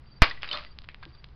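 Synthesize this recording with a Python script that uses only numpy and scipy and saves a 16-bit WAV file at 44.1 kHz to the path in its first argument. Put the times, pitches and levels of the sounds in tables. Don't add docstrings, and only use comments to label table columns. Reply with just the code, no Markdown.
import sys
import numpy as np
from scipy import signal
from scipy.fft import rfft, irfft
from scipy.io import wavfile
from scipy.ndimage import uniform_filter1d

SR = 44100
rng = np.random.default_rng(int(sys.argv[2]) if len(sys.argv) > 2 else 0)


def persist_wave(psi):
    counts = np.round(np.clip(psi, -1, 1) * 32767).astype(np.int16)
    wavfile.write(sys.argv[1], SR, np.atleast_2d(counts).T)


N = 59535
T = np.arange(N) / SR
BREAK_S = 0.2202

# (frequency [Hz], relative level [dB])
AIR_COLOUR = [(15, 0), (28, -0.5), (45, -6), (66, 2), (95, -13), (128, -6), (180, -15), (300, -22.5),
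              (600, -28.5), (1200, -28), (2500, -40), (4800, -40.5), (7000, -30.5)]
# (time [s], level [dB])
CRICKET_CHIRPS = [(0.077, -55.5), (0.623, -56.5), (1.095, -58)]
# (pitch [Hz], relative level [dB], time to fade by 60 dB [s])
SHELL_TONES = [(591.7, -7.5, 0.086), (918, 3.5, 0.083), (1133, -8, 0.22), (1206, -7, 0.047),
               (1508, -2, 0.11), (1624, -5, .17), (1825, -9.5, .13), (2034, 5, 0.11), (2275, 1.5, 0.15),
               (2342, -2.5, .13), (2498, -3.5, 0.16), (2827, -2, 0.15), (3106, -1, 0.07),
               (3324, -7.5, 0.13)]
# (frequency [Hz], relative level [dB])
WASH_COLOUR = [(100, -28), (330, -8.5), (420, -8), (800, -7), (1100, -3), (1500, -6.5), (2300, -4.5),
               (3300, -8.5), (5000, -10), (7000, -10)]
# (time [s], level [dB], pitch [Hz])
CHIP_TICKS = [(0.2235, 8, 1400), (.2426, -5, 2160), (0.432, -7.5, 2260), (0.4324, -14.5, 3070),
              (0.4369, -15.5, 2300), (0.444, -15.5, 2300), (0.5734, -10.5, 3400), (0.5862, -17.5, 3300),
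              (.6275, -29, 3500), (.6380, -23.5, 3510), (0.6492, -21, 2450), (0.7879, -13.5, 3800),
              (0.8194, -27.5, 4030), (0.8382, -33, 3800), (0.843, -28.5, 3060), (0.848, -32, 3200),
              (0.8887, -16, 2020), (.9170, -37, 3300), (.9455, -20, 2400), (1.0533, -20.5, 3200),
              (1.2416, -29, 2200), (1.2435, -19, 3490), (1.288, -38.5, 3500)]
# (time [s], level [dB])
GRIT_LEVELS = [(.2, -69), (.23, -45), (.3, -43), (.39, -69), (.44, -43), (.5, -49.5), (.56, -42.5),
               (.7, -66.5), (.84, -72.5), (.98, -73), (1.04, -64), (1.12, -67), (1.35, -74)]
# (time [s], level [dB], pitch [Hz], fade time [s], roughness [0-1])
SHARD_HITS = [(0.2328, -17.5, 2190, 0.066, 0.42), (0.2419, -18, 4500, 0.0075, 0.2),
              (0.2974, -29.5, 4900, 0.026, 0.65), (0.3112, -25.5, 1930, 0.036, 0.11),
              (0.3118, -27, 3500, 0.023, 0.47), (0.375, -40.5, 1970, 0.069, 0.23),
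              (0.4208, -35, 4560, 0.021, 0.66), (.4210, -36, 3390, .025, 0.25),
              (.4460, -31.5, 2284, 0.04, .7), (0.4766, -38, 4680, 0.032, 0.65),
              (0.4894, -30, 3876, 0.038, 0.3), (0.489, -31, 2860, 0.024, 0.54),
              (0.5123, -23.5, 4320, .022, 0.32), (0.514, -19.5, 3055, 0.027, 0.03),
              (0.5262, -25.5, 4840, 0.024, 0.7), (0.5285, -21.5, 4320, 0.017, 0.4),
              (0.5307, -20, 3500, 0.024, 0.35), (0.5515, -28, 4150, 0.023, 0.03),
              (0.564, -31, 1960, .02, 0.43), (0.663, -46, 2000, 0.079, 0.3),
              (0.8423, -46.5, 1500, 0.024, 0.63), (0.8891, -32, 2530, 0.0064, 0.2),
              (.8945, -47.5, 2260, 0.13, 0.8), (1.028, -37, 1220, 0.045, 0.55),
              (1.0310, -42, 1600, 0.097, 0.31), (1.0319, -40.5, 2460, 0.038, 0.5),
              (1.0290, -43.5, 3540, 0.062, 0.43), (1.0630, -41, 545, 0.013, .3),
              (1.0650, -44.5, 327, 0.1, 0.25), (1.148, -50, 1200, .05, 0.32),
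              (1.1500, -52, 3930, .04, 0.73)]
# (peak time [s], level [dB], rise time [s], fade time [s])
WALL_ECHOES = [(0.436, -48.5, .006, 0.37), (0.533, -33, .016, 0.33), (0.576, -42, .012, 0.21)]
# (frequency [Hz], relative level [dB])
WALL_COLOUR = [(100, -42.5), (300, -4), (450, -14), (600, -2.5), (850, -5.5), (1250, 5.5), (1700, -8.5),
               (2600, -7.5), (4200, -5.5), (6000, -10)]
# (pitch [Hz], level [dB], fade time [s])
FAR_TONES = [(597, -40, 0.26), (1212, -42.5, 0.25), (1266, -44.5, 0.33), (3610, -34, 0.06),
             (4215, -52, 0.16)]
# (frequency [Hz], gain [dB])
MIC_RESPONSE = [(4000, 0), (4950, 0), (5250, -6.5), (5500, -18), (5950, -19), (6300, -56.5), (7500, -76)]


def from_db(db):
    return 10 ** (np.asarray(db) / 20)


def unit_level(x):
    return x / np.sqrt(np.mean(x ** 2) + 1e-20)


def noise(colour):
    hz, db = np.transpose(colour)
    freqs = np.maximum(np.arange(N + 1) * SR / (2 * N), 1)
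    gain = from_db(np.interp(np.log(freqs), np.log(hz), db))
    return unit_level(irfft(rfft(rng.standard_normal(2 * N)) * gain)[:N])


def dying(start, fade):
    return (T >= start) * np.exp(-np.log(1000) * np.clip((T - start) / fade, 0, 10))


def swell(peak, rise, fade):
    return np.where(T < peak, np.exp(-np.minimum(abs(T - peak) / rise, 20)), dying(peak, fade))


def ring(start, hz, fade):
    return dying(start, fade) * np.sin(2 * np.pi * hz * (T - start))


def background(hum_hz=128):
    return from_db(-49.5) * noise(AIR_COLOUR) + from_db(-60) * np.sin(2 * np.pi * hum_hz * T)


def cricket(pitch_hz=4660, waver_hz=32.1, gap_s=0.048, width_s=0.01):
    level = sum(from_db(db + pulse_db) * np.exp(-0.5 * ((T - start - k * gap_s) / width_s) ** 2)
                for start, db in CRICKET_CHIRPS for k, pulse_db in enumerate([-6, 0, 0]))
    waver = unit_level(uniform_filter1d(rng.standard_normal(N), size=150))
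    return level * np.sin(2 * np.pi * np.cumsum(pitch_hz + waver_hz * waver) / SR)


def burst():
    crack = from_db(8) * ring(BREAK_S, hz=1600, fade=0.0023)
    snap = from_db(-2) * ring(BREAK_S, hz=3300, fade=0.00098)
    shell = sum(rng.choice([-1, 1]) * from_db(db - 22.5) * ring(BREAK_S + rng.uniform(0, .002), hz, fade)
                for hz, db, fade in SHELL_TONES)
    wash_level = from_db(-12) * dying(BREAK_S, fade=0.12) + from_db(-30.5) * dying(BREAK_S, fade=0.43)
    return crack + snap + shell + wash_level * noise(WASH_COLOUR)


def air_push(rise_s=0.0008, fall_s=0.0054, leak_hz=0.6):
    age = np.maximum(T - BREAK_S - 0.00023, 0)
    push = 1.19 * (1 - np.exp(-age / rise_s)) * np.exp(-np.minimum(age / fall_s, 20))
    return signal.sosfilt(signal.butter(1, leak_hz, "high", fs=SR, output="sos"), push)


def chips(cycles=2.9):
    ticks = 0
    for start, db, hz in CHIP_TICKS:
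        bass_cut = signal.butter(1, 0.68 * hz, "high", fs=SR, output="sos")
        ticks += from_db(db) * signal.sosfilt(bass_cut, ring(start, hz, fade=cycles / hz))
    return ticks


def grit(hits_per_s=1300, spread_db=3.5, pitches=14, cycles=9):
    sizes = from_db(spread_db * np.minimum(rng.exponential(1, N), 4)) * rng.choice([-1, 1], N)
    clicks = sizes * (rng.random(N) < hits_per_s / SR)
    pitch_choice = rng.integers(0, pitches, N)
    rain = 0
    for k, hz in enumerate(np.geomspace(1700, 5200, pitches)):
        decay = np.exp(-np.log(1000) * hz / (cycles * SR))
        angle = 2 * np.pi * hz / SR
        feedback = [1, -2 * decay * np.cos(angle), decay ** 2]
        rain += signal.lfilter([0, np.sin(angle)], feedback, clicks * (pitch_choice == k) + 1e-18)
    return unit_level(rain) * from_db(np.interp(T, *np.transpose(GRIT_LEVELS)))


def clink(start, hz, fade, rough):
    band = signal.butter(2, [hz / 1.35, hz * 1.35], "band", fs=SR, output="sos")
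    crunch = unit_level(signal.sosfilt(band, rng.standard_normal(N))) * dying(start, fade)
    tones = ring(start, hz, fade) + from_db(-14.5) * ring(start, 1.2 * hz, fade / 2)
    return (1 - rough) * tones + rough * from_db(-0.5) * crunch


def shards():
    return sum(from_db(db) * clink(start, hz, fade, rough) for start, db, hz, fade, rough in SHARD_HITS)


def patio(sound):
    tail = rng.standard_normal(N) * dying(start=0.0013, fade=0.23)
    tail /= np.sqrt(np.sum(tail ** 2))
    return sound + from_db(-17) * signal.fftconvolve(sound, tail)[:N]


def echoes(far_peak_s=0.5466, far_rise_s=0.022):
    wash = sum(from_db(db) * swell(peak, rise, fade) * noise(WALL_COLOUR)
               for peak, db, rise, fade in WALL_ECHOES)
    tones = sum(from_db(db) * swell(far_peak_s, far_rise_s, fade)
                * np.sin(2 * np.pi * (hz * T + rng.random())) for hz, db, fade in FAR_TONES)
    return wash + tones


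def scene():
    mix = background() + cricket() + burst() + air_push() + patio(chips() + grit() + shards()) + echoes()
    return mix[None]


def record(dry, overload=0.79, hiss_db=-101, cutoff_hz=17500):
    freqs = np.arange(N + 1) * SR / (2 * N)
    gain = from_db(np.interp(freqs, *np.transpose(MIC_RESPONSE)))
    mirrored = np.hstack([dry, dry[:, ::-1]])
    dull = irfft(rfft(mirrored) * gain)[:, :N]
    clipped = dull / (1 + (dull / overload) ** 16) ** (1 / 16)
    hiss = from_db(hiss_db) * rng.standard_normal(N)
    return signal.sosfilt(signal.cheby2(12, 70, cutoff_hz, fs=SR, output="sos"), clipped + hiss)


dry = scene()
out = record(dry)
persist_wave(out)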